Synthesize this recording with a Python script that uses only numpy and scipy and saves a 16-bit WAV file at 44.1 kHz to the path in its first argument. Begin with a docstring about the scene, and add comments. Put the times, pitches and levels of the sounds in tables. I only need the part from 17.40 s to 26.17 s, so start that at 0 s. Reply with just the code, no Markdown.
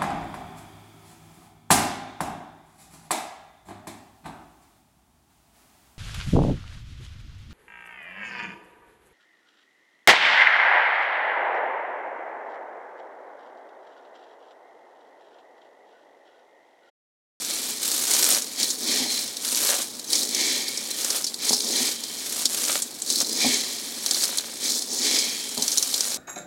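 """Two hands crush crisp fried strands over a steel wok, heard from close by in a small kitchen.
First the fists squeeze, and brittle fracture releases thousands of tiny snaps. The handful then drops,
and the impacts of its crumbs excite the resonances of the steel. Next the hands sweep the heap together,
rustling by friction along the wall and at times bumping the hollow bowl. The cycle runs five times, with
more and more loose crumbs skittering, and a last long squeeze ends it. Faint room noise lies under it."""
import sys
import numpy as np
from scipy import signal
from scipy.fft import rfft, irfft
from scipy.io import wavfile
from scipy.ndimage import uniform_filter1d

SR = 44100
rng = np.random.default_rng(int(sys.argv[2]) if len(sys.argv) > 2 else 0)


def wrap_up_sound(samples):
    """Save the sound to the file named by the first command line argument, as 16-bit audio."""
    columns = np.atleast_2d(samples).T
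    # keep every value between -1 and 1, then stretch to whole-number steps
    tamed = np.clip(columns, -1, 1)
    steps = np.round(tamed * 32767).astype(np.int16)
    wavfile.write(sys.argv[1], SR, steps)


N = 386905
TIME = np.arange(N) / SR

# Hand movements. Their levels are nominal: contacts() weights them for each kind of contact.
# Fists squeeze: (start [s], length [s], final level [dB], build-up [dB], final spill level [dB])
SQUEEZES = [(0.034, 0.28, -33, 0, -41.5), (0.444, 0.2, -26.5, 1.5, -30.5), (0.708, 0.24, -21.5, 0, -34.5),
            (1.734, 0.11, -36, -1, -31.5), (2.057, 0.25, -23, 6, -29.5), (2.348, 0.072, -29, -1.5, -43),
            (3.605, 0.17, -27, 5, -38), (4.062, 0.048, -29.5, 2.5, -41), (4.408, 0.11, -33, -2, -36),
            (4.867, 0.16, -28, 6.5, -35), (5.13, .23, -25.5, 2.5, -49), (6.343, 0.0098, -46, -2, -40),
            (6.65, .19, -29, 9.5, -26), (8.244, .49, -31.5, 1, -33)]
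# A handful crackles in the closed hands: (start [s], length [s], final level [dB])
HOLDS = [(0.0, 0.35, -37.5), (1.0, .15, -42), (1.87, 0.18, -44.5), (3.303, 0.33, -35.5), (4.615, 0.22, -38),
         (6.294, 0.684, -37), (7.036, .17, -43), (7.9, 0.31, -38)]
# Hands open, then reach under the heap: (start [s], level [dB], reach delay [s], reach level [dB])
DROPS = [(1.22, -28.5, 0.22, -28.5), (2.73, -25.5, 0.12, -32.5), (4.08, -28, .19, -26.5),
         (5.71, -26, 0.2, -29), (7.269, -26.5, 0.27, -29.5)]
# Hands sweep the heap along the wall: (start [s], length [s], level [dB], settling time [s])
SWEEPS = [(0.104, 0.067, -34, 0.04), (1.2, 0.038, -26.5, 0.036), (1.519, 0.083, -23.5, .11),
          (1.704, 0.023, -29.5, 0.16), (2.74, 0.021, -28.5, 0.025), (3.012, 0.13, -23.5, 0.13),
          (4.037, 0.052, -29, 0.032), (4.38, 0.1, -26, 0.06), (6.042, 0.093, -22.5, 0.14),
          (7.235, 0.042, -30, .04), (7.674, 0.093, -22.5, 0.16)]

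# Thick pieces snap or strike the steel: (time [s], peak level [dB], pitch [Hz], decay [s])
CRACKS = [(0.43, -16, 7400, 0.0046), (0.735, -10, 6750, 0.011), (0.904, -9, 9400, 0.015),
          (1.021, -13.5, 6650, 0.0029), (1.211, -13, 4200, .0038), (1.23, -6.5, 4350, 0.0051),
          (1.303, -12, 6460, 0.0078), (1.968, -17.5, 4250, 0.005), (2.595, -20.5, 4570, 0.0041),
          (2.731, -4, 4180, 0.0035), (2.754, -8, 5500, 0.0091), (2.948, -8.5, 6100, 0.0032),
          (3.281, -14, 4530, .005), (3.374, -15.5, 5400, .0067), (3.512, -16, 4270, 0.0048),
          (3.646, -9, 6500, 0.0032), (3.703, -10, 5560, .0045), (3.843, -10.5, 5460, 0.0058),
          (3.867, -13.5, 4470, 0.015), (3.942, -15, 4240, .004), (4.094, -11, 7000, .0047),
          (4.13, -7.5, 5030, 0.011), (4.204, -12, 4560, 0.0045), (4.637, -17, 4300, 0.0046),
          (5.055, -5, 4400, 0.0057), (5.421, -9, 7800, 0.007), (5.62, -12, 7550, 0.0061),
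          (5.701, -8.5, 5650, 0.0057), (5.803, -7, 5740, 0.0037), (5.815, -8, 6160, 0.0037),
          (6.142, -10.5, 5700, .0035), (6.662, -5.5, 4270, 0.0027), (6.71, -7, 4700, 0.0036),
          (6.745, -9, 4600, 0.0053), (6.837, -8, 4520, .0053), (6.973, -12, 9500, .0038),
          (6.984, -9, 3640, .005), (7.392, -15, 6500, .0024), (7.421, -14.5, 5300, 0.005),
          (7.787, -8, 5360, 0.0077), (8.177, -12.5, 4200, .0027), (8.223, -8.5, 5840, .0042),
          (8.28, -6.5, 5850, 0.0036), (8.317, -12, 5800, 0.014), (8.374, -5.5, 6100, 0.0023),
          (8.381, -4, 6200, 0.0022), (8.426, -6, 6170, 0.0045), (8.541, -6.5, 4220, 0.0045),
          (8.579, -13.5, 5900, 0.0028), (8.607, -5.5, 5300, .0036), (8.744, -13, 6200, 0.0018)]
# Fists close tight on the last strands: (time [s], Gaussian width [s], nominal level [dB])
CLENCHES = [(0.929, 0.047, -34.5), (2.323, 0.057, -32.5), (3.73, 0.058, -39), (5.295, 0.013, -29),
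            (5.36, 0.017, -34.5), (5.813, 0.012, -37.5), (6.87, 0.17, -42), (8.683, 0.099, -43)]
# A hand scrapes the steel: (start [s], length [s], final level [dB], first pitch [Hz], last pitch [Hz])
SCRAPES = [(1.53, 0.054, -45, 2325, 2310), (1.7, .14, -40.5, 4130, 4060), (2.999, .42, -47.5, 2206, 2303),
           (4.347, 0.48, -51, 3200, 3170), (6.033, 0.11, -42.5, 2360, 2260),
           (6.076, 0.26, -49.5, 3250, 3200), (7.672, 0.85, -49.5, 3295, 3160),
           (7.777, 0.23, -49, 2170, 2510)]
# Hands bump the wok: (time [s], peak level [dB], rattle decay [s])
BUMPS = [(1.603, -28, 0.026), (1.652, -27.5, 0.033), (4.108, -16.5, 0.0027), (4.131, -20.5, 0.004),
         (4.403, -28, 0.017), (5.827, -29, 0.005), (6.046, -16, 0.015), (6.063, -22, 0.014),
         (8.174, -24, 0.038), (8.228, -31, 0.014)]
# Heavy shoves rock the whole wok: (time [s], peak level [dB])
SHOVES = [(1.606, -28.5), (4.407, -31.5), (6.058, -22.5), (8.177, -34)]

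# Resonances of the steel: (frequency [Hz], bandwidth [Hz], relative height [dB])
WOK_MODES = [(235, 48, 5.5), (421, 4.4, 12), (836, 4.1, 1), (2260, 84, -3), (2330, 100, 0), (3200, 86, 4),
             (3516, 57, 4.5), (4060, 85, 9), (4300, 73, 2.5), (4620, 75, 7), (5000, 23, 7), (5466, 145, 7),
             (5660, 46, -3.5), (6170, 98, 8), (6510, 45, 5.5), (7000, 44, 8.5), (6900, 140, -9),
             (7710, 55, 7.5)]
# Low modes of the rocking wok: (frequency [Hz], relative level [dB], decay [s])
ROCKING_MODES = [(120, -17, 0.048), (152, -6, 0.019), (257, 8, 0.028)]

# Broad spectrum radiated by each source: (frequency [Hz], relative level [dB])
SNAP_SPECTRUM = [(60, -52), (150, -30), (250, -3.5), (650, -5.5), (1000, -8.5), (1450, -6), (1900, -8),
                 (2800, -5), (3800, -0.5), (7500, 1.95), (10000, -0.5), (13000, -5), (16000, -15.5)]
CRACK_SPECTRUM = [(100, -54), (300, -9.5), (1200, -22), (2700, -18.5), (3800, -7), (6000, -5.5),
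                  (10000, -4.5), (16000, -24.5)]
CLENCH_SPECTRUM = [(100, -36), (300, -3), (550, 9), (1050, 0.5), (1450, 5), (1900, 2.5), (2400, -1),
                   (4000, 4), (12000, -44)]
CRUMB_SPECTRUM = [(100, -29), (300, -6.5), (1000, -35), (1800, -7), (2300, -32), (3150, -9), (3650, 3),
                  (4300, 4.5), (6500, 1.5), (9500, 4.5), (12000, -5), (16000, -7)]
SLIDE_SPECTRUM = [(100, -47), (260, -10), (800, -12.5), (1450, -19.5), (1800, -3), (2280, -3.5),
                  (2750, -7.5), (3300, -2), (4100, -1), (6000, -5.5), (8000, -7), (11000, -13),
                  (16000, -29.5)]
SKITTER_SPECTRUM = [(100, -45), (300, -38), (2800, -28), (4000, -9), (4900, -1), (5500, -3.5), (6300, -2.5),
                    (7500, -3.5), (11000, -16), (16000, -42)]
BUMP_SPECTRUM = [(40, -30), (90, -13), (160, 1), (260, 7.5), (400, 4), (800, 11.5), (1200, -7), (4000, -38)]
RUMBLE_SPECTRUM = [(40, -51), (90, -34.5), (150, -18.5), (185, -15), (230, -2.5), (400, -0.5), (600, -6),
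                   (820, -10.5), (1100, -16), (2500, -29), (8000, -52)]
KITCHEN_SPECTRUM = [(20, -6), (60, -8), (110, 5.5), (170, 7.5), (235, 19.5), (330, 11), (800, 8),
                    (2500, -7), (16000, -9.5)]


def squeezing(gain):
    """Brittle fracture: strands break in the fists with a bright crunch, barely coupled to the steel."""
    fists = body(SNAP_SPECTRUM, ring_db=-30)
    fractures = grains(gain, per_s=7400, spread_db=4.5, bursts_per_s=180, burst_s=0.0015, burst_db=-4)
    fractures = splintered(fractures, decay_s=0.0035, db=-2.5)
    crunch = at_level(through(fractures, fists), gain)
    snaps = lone_snaps(low_hz=5000, high_hz=12730, ring_s=0.0017, spread_db=14, rough=0.56, count=850)
    snaps = unit(through(snaps, fists))
    thin_ticks = lone_snaps(low_hz=8080, high_hz=14600, ring_s=0.0017, spread_db=16, rough=0.24, count=700)
    return undb(-0.3) * crunch + gain * (undb(-6.5) * snaps + undb(-11.5) * thin_ticks)


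def cracking(piece_q=4.2, broadband_db=-5, click_size=1.8):
    """Impulse excitation: a click and its splinters ring a thick piece and then the steel."""
    out, t = np.zeros(N), TIME[:SR // 20]
    steel = body(CRACK_SPECTRUM, ring_db=1)[:len(t)]
    for at_s, peak_db, hz, decay_s in CRACKS:
        splinters = rng.choice([-1, 1], len(t)) * np.exp(-t / decay_s) * (t > 0)
        force = click_size * (t == 0) + splinters
        piece = signal.lfilter(*signal.iirpeak(hz, piece_q, fs=SR), force)
        add(out, at_s, through(piece + undb(broadband_db) * force, steel), peak_db)
    return out


def clenching():
    """Enclosure: closed fists filter the fractures deep inside them to a dull, hollow sound."""
    gain = sum(undb(db) * np.exp(-0.5 * ((TIME - at_s) / width_s) ** 2) for at_s, width_s, db in CLENCHES)
    fractures = grains(gain, per_s=600, spread_db=7.5, bursts_per_s=180, burst_s=0.0036, burst_db=-4)
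    fractures = splintered(fractures, decay_s=0.003, db=-10)
    return undb(1) * at_level(through(fractures, body(CLENCH_SPECTRUM, ring_db=-20)), gain)


def pattering(gain):
    """Impact noise: crumbs land on the heap and the steel; longer ones tinkle at their own pitch."""
    steel = body(CRUMB_SPECTRUM, ring_db=-3.5)
    impacts = grains(gain, per_s=2000, spread_db=6, bursts_per_s=160, burst_s=0.0044, burst_db=-3)
    impacts = splintered(impacts, decay_s=0.0053, db=1)
    patter = at_level(through(impacts, steel), gain)
    tinkles = lone_snaps(low_hz=3390, high_hz=8370, ring_s=0.0033, spread_db=10, rough=0.2, count=800)
    return undb(-1.5) * patter + undb(-8) * gain * unit(through(tinkles, steel))


def sweeping(gain):
    """Stick-slip friction: strand ends catch and slip on the wall and keep the steel ringing."""
    slips = grains(gain, per_s=8100, spread_db=3, bursts_per_s=51, burst_s=0.01, burst_db=-10.5)
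    return undb(-2.2) * at_level(through(slips, body(SLIDE_SPECTRUM, ring_db=2)), gain)


def skittering(gain, start_db=-8.5, growth_db_per_s=1.11):
    """Lightly damped resonance: loose crumbs ring the bare wall, louder as the crushing goes on."""
    gain = gain * undb(start_db + growth_db_per_s * TIME)
    ticks = grains(gain, per_s=2300, spread_db=5, bursts_per_s=60, burst_s=0.0028, burst_db=-8)
    return at_level(through(ticks, body(SKITTER_SPECTRUM, ring_db=6)), gain)


def bumping(rattle_db=-21, swing_rise_s=0.0033):
    """Free vibration: a blow thuds in the bowl as the heap settles; a shove starts the rocking modes."""
    out, t = np.zeros(N), TIME[:SR // 4]
    bowl = body(BUMP_SPECTRUM, ring_db=6.5)
    for at_s, peak_db, decay_s in BUMPS:
        rattle = undb(rattle_db) * rng.standard_normal(len(t)) * np.exp(-t / decay_s)
        add(out, at_s, through((t == 0) + rattle, bowl), peak_db)
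    swing = sum(undb(db) * np.sin(2 * np.pi * hz * t) * np.exp(-t / decay_s)
                for hz, db, decay_s in ROCKING_MODES)
    swing *= 1 - np.exp(-t / swing_rise_s)
    for at_s, peak_db in SHOVES:
        add(out, at_s, swing, peak_db)
    return out


def scraping(bandwidth_hz=190, fade_db=8.5, edge_s=0.04):
    """Narrow-band friction noise: a rough tone glides with the hand and fades as it slows."""
    out = np.zeros(N)
    lowpass = signal.butter(2, bandwidth_hz / 2, fs=SR, output="sos")
    for at_s, length_s, db, first_hz, last_hz in SCRAPES:
        rub = unit(signal.sosfilt(lowpass, rng.standard_normal((2, N))))
        hz = np.interp(TIME, [at_s, at_s + length_s], [first_hz, last_hz])
        phase = 2 * np.pi * np.cumsum(hz) / SR
        gain = stroke(at_s, length_s, db, edge_s, edge_s, build_db=-fade_db)
        out += gain * (rub[0] * np.cos(phase) + rub[1] * np.sin(phase))
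    return out


def rumbling(gain):
    """Forced vibration: the heap, rubbing under the hands, drives the low tones of the hollow bowl."""
    rubs = grains(gain, per_s=1500, spread_db=2, bursts_per_s=43, burst_s=0.012, burst_db=-14)
    return undb(-2.46) * at_level(through(rubs, body(RUMBLE_SPECTRUM, ring_db=0)), gain)


def reflections(delay_s=0.00068, decay_s=0.012, energy_db=-11.5):
    """Diffuse reflection: the direct impulse is followed by a dying cloud from bowl and walls."""
    t = TIME[:SR // 10]
    cloud = rng.standard_normal(len(t)) * np.exp(-t / decay_s) * (t > delay_s)
    return (t == 0) + undb(energy_db) * cloud / np.linalg.norm(cloud)


def kitchen(level_db=-49):
    """Stationary noise: the faint background of the room, with a low hollow tone."""
    return undb(level_db) * unit(through(rng.standard_normal(N), body(KITCHEN_SPECTRUM, ring_db=-26)))


def movements():
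    """Amplitude envelopes: the strokes of each kind of hand movement combine into one gain curve."""
    edges = dict(rise_s=0.037, fall_s=0.045)
    squeeze = power_sum(*(stroke(at, length, db, **edges, build_db=build)
                          for at, length, db, build, _ in SQUEEZES))
    spill = power_sum(*(stroke(at, length, db, **edges, build_db=build)
                        for at, length, _, build, db in SQUEEZES))
    hold = power_sum(*(stroke(at, length, db, rise_s=0.034, fall_s=0.081, build_db=5)
                       for at, length, db in HOLDS))
    drop = power_sum(*(stroke(at, 0.1, db, rise_s=0.046, fall_s=0.055) for at, db, _, _ in DROPS))
    reach = power_sum(*(stroke(at + delay, 0.091, db, rise_s=0.055, fall_s=0.093)
                        for at, _, delay, db in DROPS))
    sweep = power_sum(*(stroke(at, length, db, rise_s=0.69 * length, fall_s=settling)
                        for at, length, db, settling in SWEEPS))
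    return squeeze, spill, hold, drop, reach, sweep


def contacts(squeeze, spill, hold, drop, reach, sweep):
    """Power summation: movements feed each kind of contact; constant floors keep the heap astir."""
    breaking = power_sum(squeeze, hold, undb(-9.5) * drop, undb(-13) * reach,
                         undb(-10.5) * sweep, undb(-43.5))
    sliding = power_sum(sweep, undb(-12) * squeeze, undb(2) * hold, undb(-15) * drop,
                        undb(-10) * reach, undb(-45.5))
    falling = power_sum(spill, undb(-1) * drop, undb(-2.5) * reach, undb(-2) * hold,
                        undb(-9.5) * sweep, undb(-41))
    pressing = power_sum(undb(-20.5) * squeeze, undb(-11) * hold, undb(-14.5) * drop,
                         undb(-8.5) * reach, undb(-13.5) * sweep, undb(-50))
    stirring = power_sum(reach, undb(-3) * drop, undb(-5) * sweep, undb(-7) * spill)
    return breaking, sliding, falling, pressing, stirring


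def stroke(start_s, length_s, db, rise_s, fall_s, build_db=0):
    """Envelope of one movement: Gaussian onset, a ramp of build_db ending at db, exponential decay."""
    t = TIME - start_s
    onset = (np.minimum(t, 0) / rise_s) ** 2
    release = np.maximum(t - length_s, 0) / fall_s
    remaining = 1 - np.clip(t / length_s, 0, 1)
    return np.exp(-np.minimum(onset + release, 20)) * undb(db - build_db * remaining)


def grains(gain, per_s, spread_db, bursts_per_s, burst_s, burst_db):
    """Shot noise: tiny impulses swell in bursts; their rate rises with the gain, up to per_s."""
    bursts = signal.lfilter([1], [1, -np.exp(-1 / (burst_s * SR))], clicks(bursts_per_s, spread_db=3))
    activity = np.sqrt(gain / gain.max())
    return clicks(per_s * activity, spread_db) * rng.choice([-1, 1], N) * (1 + undb(burst_db) * bursts)


def clicks(per_s, spread_db):
    """Poisson process with power-law sizes: many small clicks and a few large ones."""
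    chance, probability = rng.random(N), np.broadcast_to(per_s / SR, N)
    hit, out = chance < probability, np.zeros(N)
    out[hit] = undb(-spread_db * np.log(chance[hit] / probability[hit] + 0.026))  # offset caps the size
    return out


def splintered(hits, decay_s, db):
    """Exponential decay: each click trails a spray of splinters and reflections at db of its energy."""
    retention = np.exp(-2 / (decay_s * SR))
    energy = signal.lfilter([1 - retention], [1, -retention], hits ** 2)
    return hits + undb(db) * np.sqrt(energy) * rng.standard_normal(N)


def lone_snaps(low_hz, high_hz, ring_s, spread_db, rough, count, size=400):
    """Damped oscillators: single strands ring at random times, and the higher ones die sooner."""
    when, pitch, length, strength = rng.random((count, 4)).T[:, :, None]
    hz = low_hz * (high_hz / low_hz) ** pitch
    decay_s = ring_s * (0.5 + length) * low_hz / hz
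    # a splintering strand rings unevenly, which turns its tone into a tick
    uneven_hz = hz * (1 + rough * rng.standard_normal((count, size)))
    phase = 2 * np.pi * np.cumsum(uneven_hz, axis=1) / SR
    snaps = np.sin(phase) * np.exp(-TIME[:size] / decay_s) * undb(spread_db * strength ** 2)
    places = (when * N).astype(int) + np.arange(size)
    return unit(np.bincount(places.ravel(), snaps.ravel(), N)[:N])


def body(spectrum, ring_db, size=8192):
    """Minimum-phase impulse response: a broad spectrum bearing the wok's modes, raised by ring_db."""
    f = np.arange(size // 2 + 1) * SR / size
    hz, db = np.transpose(spectrum)
    peaks = sum(undb(height + ring_db) ** 2 / (1 + (2 * (f - centre) / width) ** 2)
                for centre, width, height in WOK_MODES)
    gain = undb(np.interp(np.log(f + 1), np.log(hz), db)) * np.sqrt(1 + peaks)
    # folding the cepstrum onto positive time makes the response causal
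    cepstrum = irfft(np.log(gain))
    cepstrum[1:size // 2] *= 2
    cepstrum[size // 2 + 1:] = 0
    return irfft(np.exp(rfft(cepstrum)))


def at_level(x, gain, size=2600):
    """Running rms normalisation: a texture follows a gain curve and keeps its fast grain."""
    return gain * x / np.sqrt(uniform_filter1d(x ** 2, size) + 1e-12)


def add(out, at_s, sound, peak_db):
    """Superposition: one event joins the mix at its time and peak level."""
    start = int(at_s * SR)
    out[start:start + len(sound)] += (undb(peak_db) * sound / np.abs(sound).max())[:N - start]


def through(x, response):
    """Convolution with an impulse response."""
    return signal.oaconvolve(x, response)[:len(x)]


def power_sum(*gains):
    """Incoherent sources add in power."""
    return np.sqrt(sum(gain ** 2 for gain in gains))


def unit(x):
    """Normalisation to rms 1."""
    return x / np.sqrt(np.mean(x ** 2))


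def undb(db):
    """Decibels to amplitude ratio."""
    return np.exp(np.asarray(db) * np.log(10) / 20)


def scene():
    """Superposition: all the handling and its short reflections, over the room noise."""
    breaking, sliding, falling, pressing, stirring = contacts(*movements())
    handling = squeezing(breaking) + clenching() + sweeping(sliding) + pattering(falling)
    handling += rumbling(pressing) + cracking() + bumping() + scraping() + skittering(stirring)
    return (through(handling, reflections()) + kitchen())[None]


def record(dry):
    """Band limiting: a steep elliptic low-pass removes the treble above 16 kHz."""
    return signal.sosfilt(signal.ellip(10, 0.2, 80, 16000, fs=SR, output="sos"), dry)


dry = scene()
out = record(dry)
wrap_up_sound(out)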